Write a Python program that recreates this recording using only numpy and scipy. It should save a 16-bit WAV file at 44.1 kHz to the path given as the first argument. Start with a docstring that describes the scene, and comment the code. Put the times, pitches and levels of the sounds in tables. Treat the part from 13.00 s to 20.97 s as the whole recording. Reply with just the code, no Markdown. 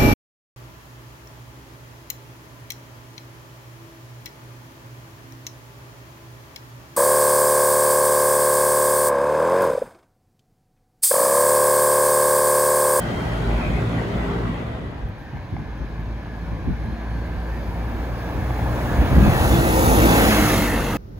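"""A double-decker bus comes from afar, gaining speed, and passes close by in a city street at night, its rear
engine last. Before it, a queue of traffic with a steady diesel fades away in another street; distant tyres drone.
Engines are stacks of wavering harmonics; tyres, rumble and hiss are shaped noise; whines are gliding tones.
Gusts thump on a phone's two microphone ports as swells of low noise; ticks and knocks sound nearby."""
import sys
import numpy as np
from scipy import signal
from scipy.fft import rfft, irfft, next_fast_len
from scipy.io import wavfile
from scipy.ndimage import uniform_filter1d, map_coordinates

SR = 44100
rng = np.random.default_rng(int(sys.argv[2]) if len(sys.argv) > 2 else 0)


def dump(signal):
    """Clip the signal to [-1, 1] and save it as 16-bit WAV at the path in sys.argv[1]."""
    limited = np.clip(np.atleast_2d(signal).T, -1, 1)
    pcm = np.round(limited * 32767).astype(np.int16)
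    wavfile.write(sys.argv[1], SR, pcm)


N = 351477

# How alike left and right are in the waiting traffic: pitch_hz, likeness (0 to 1)
QUEUE_ALIKE = [(60, 0.96), (290, 0.82), (640, 0.33), (1400, 0.059), (3000, 0.055), (5600, 0.055),
               (6500, 0.83), (8500, 1), (15000, 0.96)]
# How alike left and right are in the bus noise: pitch_hz, likeness (0 to 1)
BUS_ALIKE = [(60, 0.87), (300, 0.98), (800, 0.82), (1200, 0.8), (1700, 0.77), (2400, 0.55), (4000, 0.39),
             (5500, 0.27), (6300, 0.81), (8500, 1), (15000, 0.83)]

# The front of the bus is abreast at FRONT_S, moving at this speed and gaining more, this far to the side
FRONT_S, SPEED_M_S, GAIN_M_S2, KERB_M = 5.964, 6.6, 0.73, 2.92
MONO_HZ = 6100  # above this the noise loses its own left-right lag and a fixed treble lag begins


def amp(db):
    """Turns decibels into a gain."""
    return 10 ** (np.asarray(db) / 20)


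def unit(x):
    """Scales a signal to an rms of 1."""
    return x / np.sqrt(np.mean(x ** 2) + 1e-20)


def clock():
    """The time of every sample in seconds."""
    return np.arange(N) / SR


def along(points, hz):
    """Reads a curve of (Hz, value) points on a log pitch axis."""
    f, v = np.transpose(points)
    return np.interp(np.log(hz + 1), np.log(f + 1), v)


def curves(rows, fade):
    """Joins timed rows into curves, led by a gate that opens and closes just outside the rows' span."""
    s, *columns = np.transpose(rows)
    t = clock()
    gate = np.clip(1 + np.minimum(t - s[0], s[-1] - t) / fade, 0, 1)
    return [gate] + [np.interp(t, s, column) for column in columns]


def wobble(rate):
    """A smooth random curve with this many random points a second."""
    points = rng.standard_normal(int(N * rate / SR) + 4)
    return map_coordinates(points, [np.arange(N) * rate / SR])


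def ramp(start, end):
    """Rises from 0 to 1 between two times."""
    return np.clip((clock() - start) / (end - start), 0, 1)


def bell(middle, half):
    """A flat-topped swell around a time."""
    return np.exp(-((clock() - middle) / half) ** 4)


def filtered(x, response):
    """Multiplies the spectrum of x by a response that depends on frequency."""
    m = next_fast_len(N + 8192)
    return irfft(rfft(x, m) * response(np.fft.rfftfreq(m, 1 / SR)), m)[..., :N]


def lagging(hz):
    """Every note lags as if higher, by an amount that grows to 500 Hz above a 150 Hz knee."""
    return hz + 500 * hz / (hz + 150)


def half_lag(hz, lag):
    """Half the phase by which left trails right; lag lists time_s, lag_ms."""
    return np.pi * lagging(hz) * np.interp(clock(), *np.transpose(lag)) / 1000


def rush(spectrum, alike, lag, patchy_db):
    """Stereo noise of rms 1, shaped in pitch, with patches of random gain; left hears it late by lag."""
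    hz, t, (a, b) = signal.stft(rng.standard_normal((2, N)), SR, nperseg=1024)
    patches = uniform_filter1d(uniform_filter1d(rng.standard_normal(a.shape), 4, 0), 6, 1)
    # Two independent noises are mixed as middle and side for the wanted likeness
    turn = np.arccos(np.clip(along(alike, hz), -1, 1))[:, None] / 2
    mid, side = a * np.cos(turn), b * np.sin(turn)
    lag_s = np.interp(t, *np.transpose(lag)) / 1000
    late = np.exp(-1j * np.pi * np.outer(lagging(hz) * (hz < MONO_HZ), lag_s))
    pair = amp(patchy_db * unit(patches)) * np.array([(mid + side) * late, (mid - side) / late])
    noise = signal.istft(pair, SR, nperseg=1024)[1][:, :N]
    return unit(filtered(noise, lambda f: amp(along(spectrum, f))))


def diesel(firing_hz, orders, waver_db, drift, lag):
    """Harmonics of the firing rate, the higher wavering more as echoes off the street shift."""
    turns = np.cumsum(firing_hz) / SR
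    total = 0
    for k, db in orders:
        level = amp(db + waver_db * np.sqrt(k) * wobble(5.7))
        phase = 2 * np.pi * k * turns + drift * k * wobble(5)
        total = total + level * np.sin(phase + np.outer([-1, 1], half_lag(k * firing_hz, lag)))
    return total * np.sqrt(2)


def whine(hz, waver_db, blur_hz, lag):
    """A tone on a pitch curve, wavering in level and blurred by fast random pitch drift."""
    phase = 2 * np.pi * np.cumsum(hz + blur_hz * wobble(400)) / SR
    return amp(waver_db * wobble(11)) * np.sin(phase + np.outer([-1, 1], half_lag(hz, lag)))


def glides(rows, waver_db, blur_hz, lag=((0, 0),)):
    """Tones that swell, glide evenly and fade."""
    total = 0
    for middle, half, hz, slope, db in rows:
        pitch = hz + slope * (clock() - middle)
        total = total + amp(db) * bell(middle, half) * whine(pitch, waver_db, blur_hz, lag)
    return total


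def far():
    """Distant tyres on tarmac, strongest in one band, where tread tones waver."""
    # Distant traffic nears, then is hidden by the bus: time_s, level_db
    far_level = [(2, -49.5), (5, -45), (6.2, -39.5), (6.8, -66)]
    # Tyre noise spectrum: pitch_hz, level_db (per Hz)
    far_roar = [(700, -35), (1000, 4.5), (1300, -25), (1530, 0), (1650, 0), (1770, 1.5), (1860, -8.5),
                (2050, -4), (2400, -5), (2700, -12), (4000, -15.5), (6500, -25), (9000, -42)]
    # Left-right likeness: pitch_hz, likeness (0 to 1)
    far_alike = [(1000, 0.42), (1700, 0.48), (2500, 0.56), (5600, 0.14), (6500, 1)]
    # Tread tones in the drone: pitch_hz, level_db (against the roar)
    tread_tones = [(1520, -13), (1660, -7), (1760, -11)]
    gate, db = curves(far_level, fade=0.55)
    drone = rush(far_roar, far_alike, [(0, 0.043)], patchy_db=1.5)
    for hz, level in tread_tones:
        drone = drone + amp(level) * whine(hz + 35 * wobble(3), waver_db=4, blur_hz=40, lag=[(0, .036)])
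    return gate * amp(db + [[1], [0]]) * drone


def queue_engine(firing_hz):
    """A steady diesel, whose single harmonics swell for a while, beats with a second close in pitch."""
    # Harmonics: multiple (of the firing rate), level_db
    queue_orders = [(1, -4), (2, -3.5), (3, -7), (4, -8), (5, -12), (6, -14.5), (7, -20), (8, -21.5),
                    (9, -17)]
    # Harmonics that swell: middle_s, half_length_s, pitch_hz, glide_hz_per_s, level_db
    swells = [(1.02, .24, 115.5, 0, -26), (.47, .08, 403, 0, -34), (.82, .07, 404, 0, -33),
              (1.08, .1, 402, 0, -33), (1.36, .15, 401, 0, -32), (1.05, .1, 460, 0, -39),
              (1.32, .08, 458, 0, -38), (.9, .1, 290, 0, -36), (1.0, .3, 172, 0, -33)]
    # A second exhaust: middle_s, half_length_s, pitch_hz, glide_hz_per_s, level_db
    second_exhaust = [(.55, 0.28, 51.64, 0.097, -18.5), (1.33, 0.26, 53.2, 1.53, -21.5)]
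    steady = diesel(np.full(N, firing_hz), queue_orders, waver_db=1.26, drift=0.28, lag=[(0, 0)])
    sound = amp(-29.5) * steady
    sound += glides(swells, waver_db=2.5, blur_hz=3.3)
    return sound + glides(second_exhaust, waver_db=1.5, blur_hz=2)


def queue_noise(firing_hz):
    """The wide roar of waiting traffic: low rumble, tyres and hiss, and one car's tyres sweeping by."""
    # Noise spectra, each: pitch_hz, level_db (per Hz)
    low_band = [(15, -39), (25, 2), (43, -3.5), (64, 10.5), (85, -1.5), (114, 5), (500, -9.5), (650, -37),
                (1100, -120)]
    tyre_band = [(250, -38.5), (400, -20), (600, -1.5), (1000, -7.5), (1600, -10.5), (1750, -14),
                 (1950, -8.5), (2200, -16), (2600, -19), (3300, -20), (3700, -23), (5000, -37), (7000, -80)]
    hiss_band = [(3000, -24), (4200, -2), (6000, -8.5), (8500, -6), (11000, -16), (12400, -12.5),
                 (13300, -27), (16000, -15)]
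    swish_band = [(1400, -32), (1900, 2), (2200, 3), (2400, 5), (2620, 5), (2780, -14), (3600, -39)]
    t = clock()
    knock = 1 + 0.1 * np.sin(2 * np.pi * firing_hz * t)  # each firing swells the tyre noise
    tyres = amp(-30.5 - 0.82 * t) * amp([[.5], [-.5]]) * knock
    sound = amp(-25.5) * rush(low_band, QUEUE_ALIKE, [(0, 0.0087)], patchy_db=2.0)
    sound += tyres * rush(tyre_band, QUEUE_ALIKE, [(0, 0.13)], patchy_db=2.0)
    sound += amp(-47.6 - 4.3 * t) * rush(hiss_band, QUEUE_ALIKE, [(0, 0.018)], patchy_db=1.5)
    swish = amp(-39.5) * bell(.68, 0.17)
    return sound + swish * rush(swish_band, QUEUE_ALIKE, [(0, 0.096)], patchy_db=2.5)


def queue():
    """Waiting traffic: diesel tones over a wide, diffuse roar, with a faint gliding squeal."""
    # The squeal rises and settles: middle_s, half_length_s, pitch_hz, glide_hz_per_s, level_db
    squeal = [(.12, .15, 3160, 350, -46), (.5, .28, 3210, 50, -51), (1.1, .06, 3100, 600, -53)]
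    firing_hz = 57.13
    sound = queue_engine(firing_hz) + queue_noise(firing_hz)
    return sound + glides(squeal, waver_db=1.5, blur_hz=45) * amp([[1], [-4]])


def thumps():
    """Gusts are short swells of low turbulence, partly unlike in the two ports; harder ones are brighter."""
    # Gusts on the microphones: middle_s, level_db, length_s
    gusts = [(2.35, -25.5, 0.029), (2.539, -21.5, 0.023), (2.607, -28, 0.07), (2.818, -25, 0.04),
             (3.529, -21.5, 0.02), (3.69, -17.5, 0.057), (3.86, -28, 0.13), (4.17, -29.5, 0.05),
             (4.797, -33, 0.05), (6.024, -21, 0.037), (6.129, -15, 0.027), (6.173, -10.5, 0.03),
             (6.219, -12, 0.044), (6.277, -14.5, 0.044), (6.362, -20, 0.034), (6.534, -16.5, .04),
             (6.899, -17, 0.039)]
    # Turbulence spectrum: pitch_hz, level_db (per Hz)
    gust_band = [(20, -58), (38, -9), (55, 12.5), (100, 1), (200, -3), (330, -12.5), (450, -23), (600, -46),
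                 (900, -101)]
    brightens_hz = 44.7  # at full scale a gust gains 6 dB an octave above this
    t = clock()
    air = rush(gust_band, [(60, .8), (400, .7)], [(0, 0)], patchy_db=0)
    # Even out the strength within a gust
    power = np.abs(uniform_filter1d(np.mean(air ** 2, 0), SR // 25))
    air = air / np.sqrt(power + 0.029)
    gust = sum(amp(db) * np.exp(-((t - s) / length) ** 2 * 2) for s, db, length in gusts)
    bright = np.gradient(air, axis=1) * SR / (2 * np.pi * brightens_hz)
    return gust * (air + gust * bright)


def ticks():
    """Each tick is a dying puff of noise in one band."""
    # Ticks: start_s, level_db, pitch_hz, width_hz, t60_s (time to die by 60 dB)
    tick_rows = [(2.085, -52, 12400, 1500, .04), (2.087, -55, 15300, 900, .03),
                 (2.18, -61, 9800, 610, 0.085), (2.183, -63, 12400, 900, 0.3), (2.36, -65, 12500, 900, .12),
                 (2.779, -53, 10000, 6000, .008), (2.98, -64, 11900, 600, .2),
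                 (3.517, -53, 9500, 4012, .01)]
    out, t = np.zeros(N + SR), np.arange(SR // 5) / SR
    f = np.fft.rfftfreq(len(t), 1 / SR)
    for s, db, hz, width_hz, t60 in tick_rows:
        band = np.exp(-((f - hz) / width_hz) ** 2 * 2)
        puff = unit(irfft(rfft(rng.standard_normal(len(t))) * band, len(t)))
        onset = 1 - np.exp(-t / (0.063 * t60))
        out[round(s * SR):][:len(t)] += amp(db - 60 * t / t60) * onset * puff
    # The right copy starts a little later, before the treble lag is applied
    return np.array([out[:N], np.roll(out, 9)[:N]])


def knocks():
    """Each small dull knock rings two short modes, a little differently in pitch each time."""
    # Knocks: start_s, level_db
    knock_rows = [(.977, -18), (1.015, -17), (2.37, -24), (2.566, -18), (5.506, -15), (5.591, -15)]
    # Modes: pitch_hz (before the random shift), level_db, t60_s (time to die by 60 dB)
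    modes = [(790, 0, .016), (2100, -8, .012)]
    out, t = np.zeros(N + SR), np.arange(SR // 20) / SR
    shifts = rng.standard_normal((len(knock_rows), 2))
    for (s, db), pair in zip(knock_rows, shifts):
        ring = 0
        for (hz, level, t60), shift in zip(modes, pair):
            pitch = hz * (1 + .04 * shift)
            ring = ring + amp(level - 60 * t / t60) * np.sin(2 * np.pi * pitch * t)
        out[round(s * SR):][:len(t)] += amp(db) * (1 - np.exp(-t / .001)) * ring
    return np.array([out[:N], np.roll(out, 4)[:N]])  # the right copy starts slightly later


def travelled(t):
    """Metres by which the front of the bus has passed, under steady acceleration."""
    return SPEED_M_S * (t - FRONT_S) + GAIN_M_S2 / 2 * (t - FRONT_S) ** 2


def passing(spots):
    """Gain of a layer from spots along the bus: behind_front_m, abreast_db, loss_db (per doubled distance)."""
    front = travelled(clock())
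    power = 0
    for m, db, loss_db in spots:
        distance = np.hypot(1, (front - m) / KERB_M)
        power = power + amp(db - loss_db * np.log2(distance)) ** 2
    return np.sqrt(power)


def bearing():
    """Rows of time_s, lag_ms: left lags most while the middle of the bus is abreast."""
    ahead_ms, abreast_ms, behind_ms = 0.089, 0.21, 0.017
    abreast_m, swing_m = 6.5, 3.9
    t = np.linspace(0, N / SR, num=81)
    past = (travelled(t) - abreast_m) / swing_m
    away = np.where(past < 0, ahead_ms, behind_ms)
    return np.transpose([t, away + (abreast_ms - away) * np.exp(-past ** 2)])


def motor():
    """The drive motor's two thin whines, locked to one shaft as it speeds up."""
    # Shaft whines: time_s, lower_pitch_hz, lower_level_db, upper_level_db
    motor_rows = [(3.35, 3700, -68, -82), (3.72, 3980, -67, -80), (3.82, 4070, -76, -79),
                  (3.88, 4125, -58, -78), (4.03, 4260, -64, -78), (4.15, 4370, -58, -78),
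                  (4.3, 4520, -64, -76), (4.68, 4825, -64, -74), (4.8, 4890, -75, -70),
                  (5.1, 5130, -66, -66), (5.4, 5380, -65, -69), (5.7, 5570, -68, -68),
                  (6.0, 5760, -64, -59), (6.3, 5890, -66, -58)]
    on, hz, low_db, high_db = curves(motor_rows, fade=.05)
    low = amp(low_db) * whine(hz, waver_db=1.5, blur_hz=30, lag=[(4.7, .03), (5.1, .085)])
    high = amp(high_db) * whine(1.097 * hz, waver_db=3.5, blur_hz=30, lag=[(5.6, .08), (5.9, .02)])
    return on * (low + high)


def bus_whistles():
    """The turbo's blurred whistle, faint whines and the drive motor."""
    # Turbo whistle: time_s, pitch_hz
    turbo_pitch = [(4.5, 14500), (5.3, 15150), (6, 15400), (6.8, 15600), (7.1, 14860)]
    # Where it sounds from: behind_front_m, abreast_db, loss_db (per doubled distance)
    turbo_at = [(5.21, -44, 9)]
    # Faint whines: middle_s, half_length_s, pitch_hz, glide_hz_per_s, level_db
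    faint_whines = [(5.6, .35, 3400, 0, -59), (7.6, .5, 6600, -34, -62)]
    spun_up, turbo_hz = curves(turbo_pitch, fade=.25)
    sound = spun_up * passing(turbo_at) * whine(turbo_hz, waver_db=1.2, blur_hz=300, lag=[(0, 0)])
    faint = glides(faint_whines, waver_db=-2.0, blur_hz=38.4, lag=[(0, 0.024)])
    return sound + faint * amp([[1.2], [-1.2]]) + motor()


def bus_tyres(lag):
    """Tyre roar from along the bus, and a short surge from the front tyres."""
    # Tyre spectrum: pitch_hz, level_db (per Hz)
    tyre_roar = [(180, -14), (300, -2.5), (404, -11), (471, -6.5), (564, -6), (809, -5), (1400, -16.5),
                 (1820, -20), (3080, -120)]
    # Where it sounds from: behind_front_m, abreast_db, loss_db (per doubled distance)
    tyres_at = [(2.8, -26, 9), (7.8, -19.5, 7.5)]
    surge = amp(-33.5) * bell(5.73, 0.09)
    sound = surge * rush(tyre_roar, BUS_ALIKE, lag, patchy_db=0.5)
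    roar = rush(tyre_roar, BUS_ALIKE, lag, patchy_db=1.5)
    return sound + passing(tyres_at) * amp([[-.3], [.3]]) * roar


def bus_body(lag):
    """Body rumble, drumming panels and grille noise, with hums that mostly sink as the body goes by."""
    # Noise spectra, each: pitch_hz, level_db (per Hz)
    rumble_band = [(15, -53), (25, -15.5), (41, 1), (59, 0), (86, -1.5), (113, -3), (144, -8.5), (450, -25),
                   (580, -81), (990, -120)]
    panel_band = [(110, -41), (170, -3.5), (230, -1.5), (320, -3), (390, -9.5), (480, -6.5), (560, -12),
                  (680, -23), (900, -80)]
    grille_band = [(1700, -30), (1900, -8), (1990, 3), (2160, 6), (2230, -3), (2410, -25), (2520, -4),
                   (2600, 0), (2820, -3), (3000, -28), (3400, -57)]
    # Where each sounds from: behind_front_m, abreast_db, loss_db (per doubled distance)
    rumble_at = [(2.8, -17.5, 7.5), (8.6, -19.5, 9.5)]
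    panels_at = [(4.8, -32.5, 12), (8.5, -20.5, 8)]
    grille_at = [(10.8, -33, 13)]
    # Hums: middle_s, half_length_s, pitch_hz, glide_hz_per_s, level_db
    hums = [(6.61, 0.08, 338, 0, -20), (6.79, .06, 325, 0, -20), (7.08, .14, 326, -30, -23),
            (7.42, .12, 310, -50, -24), (7.7, .25, 294, -10, -31), (6.95, .14, 256, -120, -22),
            (7.35, .12, 210, -50, -26), (7.8, 0.3, 228, -40, -30), (7.0, 0.3, 473, -25, -26),
            (7.8, 0.16, 470, 0, -32), (6.8, .07, 528, 0, -28)]
    rumble = np.hypot(passing(rumble_at), amp(-33))  # the street's own low rumble lies beneath
    sound = rumble * rush(rumble_band, BUS_ALIKE, lag, patchy_db=3.0)
    sound += passing(panels_at) * rush(panel_band, BUS_ALIKE, lag, patchy_db=1.5)
    sound += passing(grille_at) * rush(grille_band, [(2400, 1.0)], lag, patchy_db=1.5)
    return sound + glides(hums, waver_db=1.5, blur_hz=8, lag=lag)


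def bus_engine(lag):
    """Exhaust harmonics follow the firing rate, which also pulses the engine-bay rasp and the air hiss."""
    # Engine: time_s, firing_rate_hz, tone_db
    firing = [(2.4, 50.3, -53), (2.9, 54.27, -30.5), (3.25, 55.8, -34.5), (3.6, 56.4, -30),
              (3.9, 56.48, -34.5), (4.15, 57.1, -29), (5.3, 58.9, -28.5), (6.1, 61.7, -25.5),
              (6.4, 62, -26), (6.6, 61, -25), (6.8, 57.67, -25), (7.05, 56.88, -21.5), (7.3, 53.25, -24),
              (7.55, 50.74, -24.5), (7.97, 46.7, -26.5)]
    # Harmonics, all along and then near the exhaust: multiple (of the firing rate), level_db
    bus_orders = [(1, 3.5), (2, -9), (3, -11.5), (4, -17), (5, -23.5), (6, -27.5)]
    close_orders = [(2, -6), (3, -8), (4, -2)]
    # Noise spectra, each: pitch_hz, level_db (per Hz)
    rasp_band = [(800, -46), (1150, -4), (1500, -5), (1900, -5), (2140, -8), (2320, -8), (2420, -14.5),
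                 (2520, -7), (2950, -12.5), (3500, -12.5), (5000, -20.5), (7000, -64.5)]
    hiss_band = [(2500, -21), (4000, -3.5), (5200, -3), (6500, 1.5), (8500, 0), (11000, 1), (11900, 2),
                 (12500, 7.5), (12800, 5), (13050, -6), (14500, -2), (16000, -0.5)]
    # Where each sounds from: behind_front_m, abreast_db, loss_db (per doubled distance)
    exhaust_at = [(8.9, -29.5, 10)]
    rasp_at = [(3.4, -29.5, 21.6), (9.3, -23, 10.54)]
    hiss_at = [(3.9, -34.5, 73), (6.4, -28.5, 15.2), (9.5, -25, 13.2)]
    near, firing_hz, tone_db = curves(firing, fade=0.32)
    knock = 1 + 0.078 * np.sin(2 * np.pi * np.cumsum(firing_hz) / SR)
    sound = near * amp(tone_db) * diesel(firing_hz, bus_orders, waver_db=1.5, drift=0.25, lag=lag)
    sound += passing(exhaust_at) * diesel(firing_hz, close_orders, waver_db=1.5, drift=0.36, lag=lag)
    rasp = passing(rasp_at) * amp([[-.25], [.25]]) * knock
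    sound += rasp * rush(rasp_band, BUS_ALIKE, lag, patchy_db=2.5)
    hiss = passing(hiss_at) * amp(0.6 * wobble(8)) * knock
    return sound + hiss * rush(hiss_band, BUS_ALIKE, lag, patchy_db=1.5)


def bus():
    """The passing bus: engine, tyres and body share its moving bearing; the whistles keep their own lags."""
    lag = bearing()
    return bus_whistles() + bus_tyres(lag) + bus_body(lag) + bus_engine(lag)


def scene():
    """The first street fades out as the second fades in; gusts, ticks and knocks are at the phone."""
    first_street = (1 - ramp(1.334, 2.26)) * queue()
    second_street = ramp(1.24, 2.24) * (far() + bus())
    return first_street + second_street + thumps() + ticks() + knocks()


def record(dry):
    """Softly clips peaks, cuts deep bass, shades and delays the ports, and keeps nothing above a limit."""
    # The phone's body shades one port or the other: pitch_hz, right_over_left_db
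    port_shade = [(300, 0), (400, -1), (520, -2.5), (680, 2), (830, -1), (1200, 0), (3000, 0), (3500, 0),
                  (4200, 5), (4800, 0.5), (5600, 8), (5950, 11), (6400, -2), (7000, 0)]
    bass_cut_hz, top_hz = 30, 15770
    port_ms = 0.21  # the right port leads by this much in the treble
    held = dry / (1 + np.abs(dry / .88) ** 6) ** (1 / 6)

    def response(hz):
        """Port shading, bass cut, treble lag and top limit together."""
        shade = amp(np.outer([-1, 1], along(port_shade, hz)) / 2)
        bass_cut = (1j * hz / (bass_cut_hz + 1j * hz)) ** 3
        lag = np.exp(1j * np.pi * np.outer([-1, 1], np.maximum(hz - MONO_HZ, 0) * port_ms / 1000))
        return shade * bass_cut * lag * (hz < top_hz)

    return filtered(held, response)


dry = scene()
out = record(dry)
dump(out)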